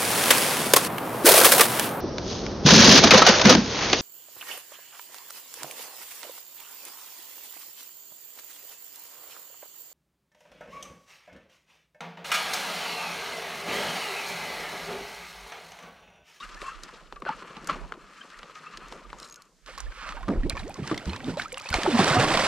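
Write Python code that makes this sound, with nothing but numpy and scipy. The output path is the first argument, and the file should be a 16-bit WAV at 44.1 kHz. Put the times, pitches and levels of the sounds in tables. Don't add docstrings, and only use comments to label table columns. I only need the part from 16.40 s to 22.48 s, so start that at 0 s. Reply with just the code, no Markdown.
import sys
import numpy as np
from scipy import signal
from scipy.fft import rfft, irfft, next_fast_len
from scipy.io import wavfile
from scipy.ndimage import uniform_filter1d

SR = 44100
rng = np.random.default_rng(int(sys.argv[2]) if len(sys.argv) > 2 else 0)


def master_out(mix):
    frames = np.transpose(np.atleast_2d(mix))
    ceiling = np.clip(frames, -1, 1)
    pcm = np.round(ceiling * 32767).astype(np.int16)
    wavfile.write(sys.argv[1], SR, pcm)


N = 268039


def amp(db):
    return 10 ** (np.asarray(db) / 20)


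def rms_one(x):
    return x / np.sqrt(np.mean(x ** 2) + 1e-20)


def gains(rows):
    t_s, *columns = np.transpose(rows)
    now_s = np.arange(N) / SR
    return [amp(np.interp(now_s, t_s, db, left=-120, right=db[-1] if t_s[-1] > 6 else -120))
            for db in columns]


def swells(times_s, levels_db, attack_s, t60_s):
    out, t = np.zeros(N), np.arange(SR) / SR
    shape = np.minimum(t / attack_s, 1) * amp(-60 * np.maximum(t - attack_s, 0) / t60_s)
    for t_s, level_db in zip(times_s, levels_db):
        i = round(max(t_s, 0) * SR)
        out[i:i + SR] = np.maximum(out[i:i + SR], amp(level_db) * shape[:N - i])
    return out


def drift(rate_hz):
    r = np.exp(-40 * np.pi * rate_hz / SR)
    noise = rng.standard_normal(N // 20 + 4002)
    slow = signal.lfilter([1], [1, -2 * r, r * r], noise)[4000:]
    return np.interp(np.arange(N) / 20, np.arange(len(slow)), rms_one(slow))


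def resonate(x, hz, width_hz):
    r = np.exp(-np.pi * width_hz / SR)
    zeros = np.array([1, 0, -1]) * (1 - r * r) / 2
    return signal.lfilter(zeros, [1, -2 * r * np.cos(2 * np.pi * hz / SR), r * r], x)


def grains(per_s, spread_db):
    sizes = amp(spread_db * np.minimum(rng.exponential(1, N), 5)) * rng.choice([-1, 1], N)
    return sizes * (rng.random(N) < per_s / SR) + 1e-18


def coloured(source, spectrum):
    hz, level_db = np.transpose(spectrum)
    size = next_fast_len(N)
    bins_hz = np.arange(size // 2 + 1) * SR / size
    colour = amp(np.interp(np.log(bins_hz + 1), np.log(hz), level_db, -120, -120))
    return irfft(rfft(source, size) * colour, size)[..., :N]


def patchy(source, spectrum, patchy_db, rate):
    source = coloured(source, spectrum)
    low_hz, high_hz = spectrum[0][0], spectrum[-1][0]
    edges_hz = low_hz * 2 ** np.arange(0, np.log2(high_hz / low_hz) + .7, .7)
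    together, out = drift(rate), 0
    for k, (low, high) in enumerate(zip(edges_hz, edges_hz[1:])):
        sos = signal.butter(2, [low, min(high, .45 * SR)], "band", fs=SR, output="sos")
        band = signal.sosfilt(sos, source)
        flicker = amp(patchy_db * (.5 * together + drift(rate)))
        out = out + (-1) ** k * band * flicker
    return rms_one(out)


def place(x, pan_db, lag_s, side=0):
    late = np.interp(np.arange(N) - lag_s * SR, np.arange(N), x)
    return np.array([(late + side) * amp(pan_db / 2), (x - side) * amp(-pan_db / 2)])


def glides(table):
    out, t = np.zeros(N + SR), np.arange(SR // 9) / SR
    for t_s, swell_s, t60_s, first_hz, rise, level_db in table:
        turns = np.cumsum(first_hz * 2 ** (rise * t)) / SR
        stop_s = min(t[-1], 2.4 / max(rise, 1))
        shape = np.minimum(t / swell_s, 1) * amp(-60 * np.maximum(t - swell_s, 0) / t60_s)
        shape = shape * np.clip((stop_s - t) / 0.014, 0, 1)
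        out[round(max(t_s, 0) * SR):][:len(t)] += amp(level_db) * shape * np.sin(2 * np.pi * turns)
    return out[:N]


def hits(table, rise, rough, crack_t60, crack_width, swell, snap):
    out, t = np.zeros((2, N)), np.arange(SR // 12) / SR
    noise = rng.standard_normal((len(table), 3, len(t)))
    for (t_s, level_db, ring_hz, t60_s, crack_db, crack_hz, pan_db), (a, *b) in zip(table, noise):
        tone = np.sin(2 * np.pi * np.cumsum(ring_hz * 2 ** (rise * t)) / SR)
        grit = rms_one(resonate(resonate(a, ring_hz, ring_hz), ring_hz, ring_hz))
        body = (tone + rough * grit) / (1 + rough)
        body = body * amp(-60 * t / max(t60_s, .005)) * np.minimum(t / swell, 1)

        crack = b[0] + .5 * np.array(b)
        crack = crack * amp(-60 * t / crack_t60) * np.minimum(.3 + t / .002, 1)
        crack[:, 0] += snap
        crack = resonate(resonate(crack, crack_hz, crack_hz), crack_hz, crack_width * crack_hz)
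        crack = amp(crack_db) * crack / np.abs(crack).max()

        burst = amp(level_db) * (body + crack) * amp([[pan_db / 2], [-pan_db / 2]])
        i, lag = round(t_s * SR), round(-pan_db / 2)
        out[0, i + lag:][:len(t)] += burst[0]
        out[1, i:][:len(t)] += burst[1]
    return out


# f/Hz, relative level/dB per Hz
RIVER_SPECTRUM = [(65, -52), (110, -12), (167, 7.5), (223, -2), (480, -7), (683, -19), (1040, -32),
                  (4810, -10), (7700, -11.5), (11000, -23.5), (15700, -28)]


def river():
    shared, own = rms_one(coloured(rng.standard_normal((2, N)), RIVER_SPECTRUM)) * amp(-69.5)
    return place(shared, pan_db=-1.5, lag_s=0, side=np.diff(own, prepend=0) * amp(-4.0))


# t/s, level/dB
RUMBLE_LEVEL = [(0.0, -78), (0.03, -57), (0.2, -53), (0.5, -57.5), (0.74, -55), (.95, -58), (1.12, -71),
                (1.3, -46), (1.44, -41), (1.6, -67), (1.85, -78), (2.0, -58), (2.25, -78), (2.38, -57),
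                (2.55, -54), (2.74, -52), (2.89, -73), (3.17, -71), (3.35, -45), (3.38, -48), (3.49, -31),
                (3.54, -49), (3.93, -43), (3.99, -23), (4.11, -36.5), (4.2, -32), (4.33, -59), (4.57, -40),
                (4.62, -55), (4.72, -59), (4.81, -43), (5.23, -62), (5.37, -53), (5.52, -65), (6.08, -64)]
# t/s, level/dB
HULL_SHARE = [(3.8, -18), (4.3, -7.5), (6.08, -5)]


def rumble():
    lumps = rng.standard_normal((2, N)) * amp(5.3 * drift(15.0))
    low = signal.sosfilt(signal.butter(4, [27, 49], "band", fs=SR, output="sos"), lumps)
    low = np.array([low[0] * amp(-10.0), .5 * low[0] + .87 * low[1]])
    hull = signal.sosfilt(signal.butter(2, [45, 95], "band", fs=SR, output="sos"), lumps)
    low = low + hull * gains(HULL_SHARE)[0]
    return gains(RUMBLE_LEVEL)[0] * low / np.std(low.mean(axis=0))


# t/s, ring level/dB, ring f/Hz, ring t60/s, crack re ring/dB, crack f/Hz, L-R/dB
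TACKLE_KNOCKS = [(0.146, -38, 1250, 0.029, 5, 4440, -3), (0.217, -25, 1290, 0.027, -1, 2200, 0.5),
                 (0.435, -32.5, 1330, 0.0099, 9.5, 4640, 0.5), (0.49, -39, 1055, 0.057, -2, 3160, -1),
                 (0.725, -21, 1080, 0.0079, -11.5, 2300, 1), (0.7602, -34.5, 1185, 0.055, -8, 2660, 3),
                 (0.821, -22, 1170, 0.017, -11, 1920, 1), (0.852, -24.5, 1380, 0.011, -30, 2460, 3),
                 (0.883, -33, 1360, 0.061, -21, 2660, -3), (0.89, -23.5, 921, 0.097, -5, 2480, -1.5),
                 (1.023, -32, 1040, 0.036, -15, 2340, -1), (1.168, -36, 880, 0.078, 5, 2510, -3),
                 (1.273, -28, 1360, 0.031, 6, 5860, 1), (1.29, -21, 1150, 0.072, -14, 2100, 2),
                 (1.296, -19, 1108, 0.083, -15, 2030, -0.5), (1.522, -16.5, 1430, 0.011, -21, 2020, 2),
                 (1.539, -37.5, 1250, 0.044, -4, 2670, 3), (1.902, -51, 1360, 0.05, 13, 2750, -1),
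                 (1.99, -35.5, 1370, 0.048, 0, 4100, 0.5), (2.031, -33.5, 1210, 0.026, 1, 2700, -1.5),
                 (2.097, -34.5, 1220, 0.021, -18, 2300, 0.5), (2.155, -37.5, 1250, 0.21, 1, 2300, 1),
                 (2.373, -30.5, 1740, 0.02, 4.5, 3800, -0.5), (2.524, -27.5, 950, 0.022, -2.5, 3000, -0.5),
                 (2.702, -40, 1200, 0.03, 2.5, 2400, 3), (2.73, -18, 1040, 0.0058, -17, 2100, 2.5),
                 (3.262, -42.5, 1320, 0.027, 8, 4000, -4.5), (3.378, -30.5, 1110, 0.065, 2.5, 4400, -3),
                 (3.4036, -36.5, 1030, 0.05, 16.5, 6370, -3), (3.52, -32.5, 1550, 0.034, -24, 2130, 3),
                 (3.69, -24, 1510, 0.02, -5, 2570, -2), (3.723, -29, 1250, 0.033, -4.5, 3040, -2.5),
                 (3.769, -29, 934, 0.078, -24, 2190, -3.5), (3.83, -33.5, 1053, 0.089, -22, 2040, -3)]


def knocks():
    return hits(TACKLE_KNOCKS, rise=0, rough=0.56, crack_t60=0.021, crack_width=0.78, swell=0.00026, snap=8.1)


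# t/s, whirr level/dB, rustle level/dB, rub level/dB
WINDING = [(0.0, -53, -39, -61.5), (0.16, -38.5, -48, -56), (0.4, -47, -48, -57.5), (0.55, -48, -48, -54),
           (0.79, -60, -62.5, -65), (0.95, -45, -49.5, -54.5), (1.28, -46.5, -47.5, -49),
           (1.4, -54, -53, -48), (1.58, -52, -58.5, -56), (1.78, -50, -48, -59), (2.12, -46.5, -50, -58),
           (2.35, -44.5, -47.5, -56), (2.56, -47, -52.5, -50.5), (2.68, -61, -54, -59),
           (2.83, -44, -51.5, -52), (3.03, -55.5, -75, -67.5), (3.31, -108, -55, -72.5),
           (3.44, -65, -60, -67), (3.6, -40, -43, -58), (3.76, -43, -46, -55), (3.87, -57, -78, -61)]
# t/s, reel level/dB, cloth level/dB
ROD_JERKS = [(0.0, -57, -57), (.21, -53, -42), (.43, -76, -59), (0.853, -31, -64), (1.283, -31, -36),
             (2.505, -53, -47), (3.256, -43.5, -43), (3.379, -66, -40.5), (3.62, -41, -58)]


def hand_levels():
    whirr, rustle, rub = gains(WINDING)
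    t_s, reel_db, cloth_db = np.transpose(ROD_JERKS)
    shaken = swells(t_s, reel_db, attack_s=0.016, t60_s=0.32)
    jerked = swells(t_s, cloth_db, attack_s=0.016, t60_s=0.32)
    t_s, knock_db = np.transpose(TACKLE_KNOCKS)[:2]
    thumped = swells(t_s, knock_db - 22, attack_s=0.0035, t60_s=0.069)
    return whirr + shaken, rub + shaken * amp(-8.5) + thumped, rustle + jerked


# f/Hz, width/Hz, relative level/dB
REEL_BODY = [(1240, 350, 19), (1000, 420, 8.5), (1187, 34, 14), (1318, 46, 23.5), (1670, 39, 12),
             (2540, 880, 5.5), (2596, 48, 9.5), (4140, 270, 2.5), (8000, 670, -29)]
# f/Hz, relative level/dB per Hz
RUB_SPECTRUM = [(90, -35), (125, -9), (160, 0.5), (260, -1.5), (500, -1), (800, -7.5), (1100, -4)]
# f/Hz, relative level/dB per Hz
RUSTLE_SPECTRUM = [(700, -12), (1300, 11), (2000, 8.5), (4070, 2), (5540, -0.5), (7600, -5), (9000, -11.5),
                   (12300, -22.5), (15800, -45)]
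# t/s, t60/s, first f/Hz, rise/(octave/s), level/dB before panning
REEL_SQUEAKS = [(.0, 0.079, 3660, 2.5, -43), (.0, 0.071, 1060, 8.5, -38), (0.02, 0.17, 1203, 2, -38.5),
                (0.018, 0.13, 1275, 10, -37), (.025, 0.04, 2740, 4, -39.5), (0.164, 0.079, 1640, 7, -40.5),
                (.235, 0.45, 1037, 3, -37), (.258, 0.11, 2660, 1.5, -43), (.275, 0.06, 1072, 1, -28),
                (0.279, 0.065, 2685, -1.5, -42.5), (.285, .07, 1530, 4, -40), (.303, 0.051, 2690, 0.5, -45),
                (.315, 0.07, 1314, -0.5, -39), (0.339, 0.043, 1196, -1, -43),
                (.758, 0.049, 1184, -1.5, -34), (0.859, 0.081, 1500, 0.5, -29.5),
                (0.876, 0.1, 1428, -0.8, -28.5), (0.885, 0.08, 845, 2.5, -22.5),
                (1.29, 0.03, 1265, 6, -20.5), (1.808, 0.017, 3020, 5.5, -38.5),
                (1.808, 0.026, 1580, 2, -40), (1.935, 0.014, 1830, 4, -41),
                (2.262, 0.055, 1200, 4.5, -35.5), (2.261, 0.07, 2565, 3.5, -42.5),
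                (2.645, 0.034, 1215, 0, -42), (2.966, 0.062, 1440, 0.5, -48), (3.461, 0.028, 1660, 7, -41)]


def hands():
    whirr, rub, rustle = hand_levels()
    teeth = grains(1200 * amp(5.0 * drift(14)), 0.51)
    reel = 0
    for k, (hz, width_hz, db) in enumerate(REEL_BODY):
        mode = resonate(resonate(teeth, hz, 3 * width_hz), hz, width_hz)
        reel = reel + (-1) ** k * amp(db) * mode
    reel = rms_one(reel)
    cloth = patchy(rng.standard_normal(N), RUB_SPECTRUM, patchy_db=4.0, rate=33.0)
    rustling = [grains(5000, 2.23), grains(7900, 5.97)]
    bright, around = rustle * patchy(rustling, RUSTLE_SPECTRUM, patchy_db=3.0, rate=24.0)
    squeaks = glides([(t_s, 0.0092, t60_s, hz, rise, db) for t_s, t60_s, hz, rise, db in REEL_SQUEAKS])

    turned = np.interp(np.arange(N) / SR, [3.2, 3.251], [0, 1])
    near = whirr * reel * amp(-5.0) + rub * cloth * amp(-6.0 * turned) + bright * amp(3.0) + squeaks
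    side = np.diff(around, prepend=0) * amp(-18.5) + around * amp(-27.0)
    return place(near, pan_db=1.73 - 5.7 * turned, lag_s=5.5e-5 * turned, side=side)


# f/Hz, relative level/dB, t60/s
METAL_MODES = [(4060, -1, .024), (4600, -4, .016), (5310, 0, .018), (6580, -4, .04), (7200, -4, .014),
               (7620, -6, .018), (8500, -8, .012), (10700, -9, .014), (12300, -11, .012)]
# t/s, level/dB, f of the mode struck hardest/Hz, scrape re ring/dB
BRIGHT_TICKS = [(.802, -47, 5310, 3), (1.2445, -43, 8000, 6), (2.11, -43, 4060, -6), (2.484, -40, 4600, 0),
                (2.7846, -31, 6580, -20), (2.8, -28.5, 4900, -1), (2.8224, -40, 7620, -9),
                (2.829, -27, 4060, -14), (2.8455, -31, 4060, -10), (2.8547, -35, 6580, -3),
                (2.8656, -34, 4060, -12), (2.887, -39, 7500, 1), (2.8986, -37, 5310, 2),
                (2.909, -33, 6580, -20), (2.9245, -32, 6000, 0.5), (2.9424, -36, 5310, 2),
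                (2.9588, -30, 5800, -4.5), (3.0207, -41.5, 7050, 6), (3.0535, -44, 6000, -7),
                (3.383, -28.5, 4600, -1)]
# t/s, level/dB
METAL_CHATTER = [(2.79, -62), (2.805, -57), (2.85, -51), (2.9, -62)]


def ticks():
    out, t = np.zeros(N), np.arange(SR // 12) / SR
    shaken = [(t_s, db + min(crack_db, 0) - 14, 1.5 * hz, -40)
              for t_s, db, _, _, crack_db, hz, _ in TACKLE_KNOCKS]
    table = BRIGHT_TICKS + shaken
    strengths_db = rng.normal(0, 4, (len(table), len(METAL_MODES)))
    scrapes = rng.standard_normal((len(table), len(t)))
    rough = .5
    for (t_s, level_db, struck_hz, scrape_db), chances_db, scrape in zip(table, strengths_db, scrapes):
        rings = 0
        for (hz, db, t60_s), chance_db in zip(METAL_MODES, chances_db):
            far_db = 30 * abs(np.log2(hz / struck_hz))
            decay = amp(db + chance_db - far_db - 60 * t / t60_s)
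            detuned_hz = hz * (1 + .012 * np.sin(chance_db))
            rings = rings + decay * np.sin(2 * np.pi * detuned_hz * t)
        unevenness = rms_one(uniform_filter1d(scrape[::-1], size=60))
        rings = rings / np.abs(rings).max() * (1 + rough * unevenness) / (1 + rough)
        rings = rings * np.minimum(t / 0.00099, 1)
        scraping = resonate(scrape * amp(-60 * t / 0.013), 5200, 3300) * amp(scrape_db)
        out[round(t_s * SR):][:len(t)] += amp(level_db) * (rings + scraping)

    clicks = grains(900, 3.6)
    buzz = sum(amp(db) * resonate(resonate(clicks, hz, hz / 2), hz, 4 / t60_s)
               for hz, db, t60_s in METAL_MODES[:7])
    out += gains(METAL_CHATTER)[0] * rms_one(buzz)
    return place(out, pan_db=2.0, lag_s=1e-5)


# t/s, f/Hz, level/dB before panning
CLEAR_DROPLETS = [(3.672, 600, -43), (3.73, 1210, -38), (3.772, 1520, -37), (4.15, 2200, -42),
                  (4.172, 2370, -30.5), (4.192, 3880, -34), (4.305, 2440, -41), (4.356, 1060, -39.5),
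                  (4.44, 1170, -36), (4.58, 3480, -37), (4.686, 920, -38), (4.697, 4130, -32),
                  (4.732, 2490, -31), (4.762, 3620, -44), (4.766, 3200, -42), (4.802, 2280, -40),
                  (4.83, 767, -37.5), (4.937, 940, -37), (4.955, 910, -39), (4.977, 3950, -34.5),
                  (4.988, 2030, -43), (4.995, 2180, -28), (5.018, 5450, -36.5), (5.048, 2350, -39),
                  (5.08, 1560, -42), (5.177, 2750, -33), (5.191, 2440, -37), (5.206, 1220, -38),
                  (5.252, 920, -38), (5.268, 2560, -32), (5.286, 4330, -31), (5.517, 3530, -27),
                  (5.523, 1410, -31), (5.527, 2510, -30), (5.545, 990, -29), (5.571, 1020, -23),
                  (5.588, 757, -15.5), (5.673, 2550, -36), (5.69, 640, -25), (5.729, 1470, -17.5),
                  (5.748, 1920, -30), (5.848, 1074, -19.5), (5.945, 4400, -27), (5.978, 2400, -25),
                  (5.994, 3920, -30), (6.013, 4700, -24.5)]


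def plinks():
    rows = [(t_s, 0.003, 70 / np.sqrt(2000 * hz), hz, 3.2, db) for t_s, hz, db in CLEAR_DROPLETS]
    return place(glides(rows), pan_db=-1.5, lag_s=4e-5)


# t/s, level/dB before panning, f/Hz
FINE_DROPS = [(4.097, -18.5, 8500), (4.16, -39, 6000), (4.195, -42, 4500), (4.279, -34, 5500),
              (5.037, -40, 7000), (5.082, -38, 5970), (5.1255, -25, 8450), (5.129, -33, 6500),
              (5.17, -34, 3500), (5.18, -27, 8000), (5.213, -31, 4530), (5.219, -35, 6000),
              (5.243, -35, 6000), (5.252, -35, 5000), (5.272, -37, 4000), (5.293, -32, 6000),
              (5.328, -20, 4500)]


def spits():
    rows = [(t_s, db - 40, 1000, .01, 40, hz, -3) for t_s, db, hz in FINE_DROPS]
    return hits(rows, rise=0, rough=0, crack_t60=0.0094, crack_width=0.3, swell=0.001, snap=1.5)


# t/s, ring level/dB, ring f/Hz, ring t60/s, crack re ring/dB, crack f/Hz, L-R/dB
WATER_DROPS = [(3.882, -22, 1200, 0.029, -12, 3950, -2.5), (3.887, -21, 1190, 0.028, -14, 3620, 0.5),
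               (3.903, -28, 1180, 0.033, -21, 3120, 2), (4.033, -32.5, 1820, 0.047, -29, 3160, -7),
               (4.097, -14.5, 4100, 0.01, -6.5, 3800, -3.5), (4.103, -20.5, 2260, 0.03, -21, 3460, -4.5),
               (4.152, -31, 1047, 0.11, -12, 4350, -3), (4.169, -17, 1035, 0.014, -17, 3890, -2.5),
               (4.175, -29, 1700, 0.042, -21, 3110, -5), (4.232, -35, 2280, 0.024, -17, 3700, -3),
               (4.295, -29.5, 840, 0.016, -11, 8300, -2), (4.342, -40.5, 1060, 0.036, 11, 4800, -3.5),
               (4.475, -29, 1610, 0.028, 5, 4570, -3), (4.513, -21, 1116, 0.057, -13, 3490, 3),
               (4.544, -24, 2000, 0.019, -8, 3050, 1.5), (4.577, -27, 2050, 0.034, 2.5, 3700, -1),
               (4.656, -32, 1390, 0.018, 0, 4460, 3), (4.695, -24, 2950, 0.015, -25, 4200, -1.0),
               (4.732, -24, 900, 0.032, -5, 3000, -3), (4.762, -32.5, 970, 0.042, 2.5, 3570, -1),
               (4.803, -29.5, 1520, 0.022, -12, 3130, -1), (4.843, -25.5, 3550, 0.014, -18, 3500, -3),
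               (4.971, -22, 800, 0.024, -9, 3760, -2.5), (4.997, -13.5, 1490, 0.022, -29, 3710, -2.5),
               (5.019, -26.5, 1640, 0.026, 2, 3180, -3.5), (5.12, -25.5, 2260, 0.019, -18, 3240, -3),
               (5.143, -20.5, 2800, 0.015, -26, 3010, -2.5), (5.173, -24, 1150, 0.024, -4.5, 3000, -2.5),
               (5.198, -31, 1350, 0.015, 0, 3730, -1), (5.239, -35, 2210, 0.028, -10, 3170, -1),
               (5.258, -28.5, 2390, 0.04, -25, 3370, 1.5), (5.289, -29, 1070, 0.034, 5, 4370, -3.5),
               (5.302, -25, 2170, 0.029, -7, 8000, -1), (5.341, -14, 900, 0.021, 1, 3960, -1),
               (5.433, -17, 1680, 0.025, 0, 3700, -0.5), (5.462, -11.5, 816, 0.042, -29, 3420, -1),
               (5.599, -12.5, 1075, 0.059, -28, 3020, -2.5), (5.644, -16.5, 1540, 0.027, 3, 4430, -7),
               (5.77, -13.5, 1160, 0.089, -13, 4000, -4), (5.973, -11.5, 1050, 0.035, -4, 3250, -7)]


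def drops():
    return hits(WATER_DROPS, rise=10.8, rough=0.46, crack_t60=0.013, crack_width=0.74, swell=0.00057, snap=1.9)


# t/s, length/s, first f/Hz, rise/(octave/s), level/dB before panning
EVEN_POCKETS = [(4.031, 0.044, 222, 20, -27.5), (4.08, 0.04, 454, 17.5, -39.5),
                (4.225, .087, 174.4, 27.5, -36.5), (5.474, .02, 378, -7, -15.5)]


def bursts():
    out = np.zeros(N)
    for t_s, length_s, first_hz, rise, level_db in EVEN_POCKETS:
        t = np.arange(round(length_s * SR)) / SR
        shape = np.clip(np.minimum(t / 0.0043, (length_s - t) / 0.0033), 0, 1)
        turns = np.cumsum(first_hz * 2 ** (rise * t)) / SR
        out[round(t_s * SR):][:len(t)] += amp(level_db) * shape * np.sin(2 * np.pi * turns)
    return out


STIRRED_S = 3.27


def bubbling(cycles, low_hz, octaves, rise, tilt_db, spread_db, count, start_s=STIRRED_S):
    out, t = np.zeros(N + 1000), np.arange(1000) / SR
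    start = SR * start_s
    for when, size, climb, luck in rng.random((count, 4)):
        hz = low_hz * 2 ** (octaves * size)
        turns = hz * t * (1 + rise * climb * hz * t)
        level_db = tilt_db * octaves * size - spread_db * np.log(luck + 0.46)
        bubble = amp(level_db - 60 * t * hz / cycles) * np.sin(2 * np.pi * turns)
        out[round(start + when * (N - start)):][:1000] += bubble
    return out[:N] / np.std(out[round(start):])


# t/s, slosh level/dB, bubbling level/dB, spray level/dB
FISH_ROLLS = [(3.874, -12, -28.5, -76), (4.041, -24, -74, -85), (4.1, -31, -32, -78), (4.16, -55, -59, -54),
              (4.373, -27, -57, -72), (4.419, -38, -31, -54), (4.456, -35, -28, -49.5),
              (4.506, -20.5, -50, -64), (4.658, -27.5, -76, -52), (4.868, -21.5, -59, -51),
              (4.974, -39.5, -56, -41.5), (5.12, -73, -49, -76), (5.291, -34.5, -58, -64),
              (5.329, -44, -29, -35.5), (5.43, -43, -32.5, -60), (5.47, -50, -50, -66)]
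# t/s, bubbling level/dB, slosh level/dB
RESTLESS_WATER = [(3.27, -46.5, -58), (3.44, -56, -51), (3.7, -48, -64.5), (3.96, -55, -30),
                  (4.08, -55.5, -52), (4.25, -53, -41), (4.63, -46.5, -44), (4.83, -47.5, -37.5),
                  (5.1, -60, -48.5), (5.31, -39, -56), (5.48, -35, -27.5), (5.6, -51, -26)]
# t/s, foam level/dB, slosh level/dB
LAST_THRASH = [(5.5, -42, -45), (5.586, -26.5, -33), (5.594, -25.5, -11), (5.66, -25, -24.5),
               (5.752, -23, -21), (5.774, -29.5, -15), (5.808, -23.5, -18), (6.05, -26, -31.5),
               (6.078, -22, -36)]


def fish_levels():
    t_s, slosh_db, bubbling_db, spray_db = np.transpose(FISH_ROLLS)
    drop_s, drop_db = np.transpose(WATER_DROPS)[:2]
    thrown = swells(drop_s, drop_db - 38, attack_s=0.031, t60_s=0.066)
    fizz, lap = gains(RESTLESS_WATER)
    foam, thrash_slosh = gains(LAST_THRASH)
    foam = foam * amp(1.6 * drift(45))
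    slosh = lap + swells(t_s, slosh_db, attack_s=0.019, t60_s=0.22) + thrash_slosh
    bubbles = fizz + swells(t_s, bubbling_db, attack_s=0.019, t60_s=0.21) + foam
    spray = fizz * amp(-6.5) + swells(t_s, spray_db, attack_s=0.019, t60_s=0.28) + foam * amp(-6) + thrown
    return slosh, bubbles, spray


# f/Hz, relative level/dB per Hz
SLOSH_SPECTRUM = [(40, -77), (70, -17), (130, 2.5), (230, 3.5), (340, 1), (500, -4.5), (800, -16),
                  (1100, -15)]
# f/Hz, relative level/dB per Hz
SPRAY_SPECTRUM = [(700, 8), (1200, 6.5), (2200, 3), (4600, -0.5), (6600, -6.5), (8100, -5.5), (10000, -15),
                  (13000, -40), (15800, -21)]
# t/s, swell/s, t60/s, first f/Hz, rise/(octave/s), level/dB before panning
GULPS_THUMPS_SLAPS = [(3.882, 0.0039, 0.22, 272, 10, -27.5), (3.884, 0.0045, 0.6, 175, 5, -30),
                      (4.39, 0.007, 0.1, 386, 4, -39), (4.39, 0.0061, .07, 148, 2, -28),
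                      (4.42, 0.0045, 0.092, 132, 2, -25), (4.52, 0.018, 0.1, 175, 10.5, -28),
                      (4.685, 0.0085, 0.17, 303, 11, -33.5), (4.875, 0.0061, 0.14, 159, -0.5, -26.5),
                      (4.925, 0.016, 0.1, 166, 1, -32), (4.513, 0.0014, 0.071, 313, 0.5, -16),
                      (4.68, 0.0042, 0.13, 182, 2.5, -26), (4.73, 0.014, 0.15, 765, 43.5, -36),
                      (4.835, 0.02, 0.26, 225, 5, -30.5), (4.88, 0.0032, 0.036, 283, 8, -22),
                      (4.893, 0.003, 0.034, 1340, 20, -34.5), (4.971, 0.0018, 0.076, 542, 16.5, -23.5),
                      (5.055, 0.0039, 0.036, 1230, 12, -28), (5.126, 0.0034, 0.14, 490, 4, -33),
                      (3.975, 0.0087, 0.081, 55.3, 5, -24.5), (4.128, 0.0055, 0.037, 70.6, 0, -23.5),
                      (4.665, 0.0042, 0.35, 58.5, 8.5, -25), (5.308, 0.0024, 0.066, 76, -3, -23.5),
                      (5.352, 0.004, 0.11, 59, -25, -22), (5.325, 0.0072, 0.0075, 1490, -4, -19.5),
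                      (5.341, 0.0016, 0.013, 2260, -10, -14), (5.385, 0.0012, 0.023, 333, 11, -18.5),
                      (5.494, .004, 0.092, 296, -2.5, -22), (5.52, 0.036, 0.069, 237.5, -0.5, -13.5),
                      (5.591, 0.0025, 0.08, 200, -4, -12), (5.75, 0.013, 0.16, 720, 1, -17),
                      (5.605, 0.003, 0.039, 365, -2, -16), (5.63, 0.006, 0.037, 298, -1, -19.5),
                      (5.652, 0.0068, 0.071, 393, 6, -22.5), (5.705, 0.0081, 0.043, 160, -9, -19.5),
                      (5.79, 0.0053, 0.065, 450, 3.5, -20.5), (5.893, 0.0078, 0.12, 297, 5, -21.5),
                      (5.965, 0.006, 0.07, 199, -8, -26.5), (5.698, 0.0067, 0.037, 1170, 16, -22),
                      (5.345, 0.0048, 0.045, 784, -9.5, -20), (5.762, 0.024, 0.24, 90.1, 12, -18)]


def fish():
    slosh, bubbles, spray = fish_levels()
    low = patchy(rng.standard_normal(N), SLOSH_SPECTRUM, patchy_db=0.0, rate=7.4) * amp(-9.0)
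    middle = bubbling(cycles=36.0, low_hz=453.0, octaves=2.75, rise=0.0286,
                      tilt_db=-1.0, spread_db=4.5, count=600) * amp(-0.5)
    froth = bubbling(cycles=9.7, low_hz=532, octaves=2.57, rise=0.019,
                     tilt_db=-1.0, spread_db=0.0, count=1500, start_s=5.3) * amp(1.0)
    churned = bubbles / (bubbles + amp(-33))
    middle = (1 - churned) * middle + churned * froth

    droplets = bubbling(cycles=47.0, low_hz=1670, octaves=2.26, rise=0.0026,
                        tilt_db=-5.5, spread_db=5.5, count=900) * amp(-3.0)
    clumps = amp(5 * (1 - .7 * churned) * drift(30))
    scattered = [grains(7000 * clumps, 2.6), grains(7000 * clumps, 2.05)]
    spraying = patchy(scattered, SPRAY_SPECTRUM, patchy_db=-1.0, rate=41.0)
    aside, ahead = spray * spraying * amp(1.5)
    hiss = rms_one(resonate(grains(4000, 3.9), 10000, 7000))
    mist = (1 - churned) * spray * hiss * amp(-17.0)

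    body = slosh * low + bubbles * middle + aside + glides(GULPS_THUMPS_SLAPS) + bursts()
    top = ahead * amp(-1.5) + spray * droplets + mist
    return place(body, pan_db=-2.0, lag_s=6.5e-5) + place(top, pan_db=-4.0, lag_s=2e-5)


def scene():
    background = river() + rumble()
    tackle = knocks() + hands() + ticks()
    water = plinks() + spits() + drops() + fish()
    return background + tackle + water


def record(dry):
    dry = signal.sosfilt(signal.butter(2, 14, "high", fs=SR, output="sos"), dry)
    return signal.sosfilt(signal.cheby2(12, 70, 15950, fs=SR, output="sos"), dry)


dry = scene()
out = record(dry)
master_out(out)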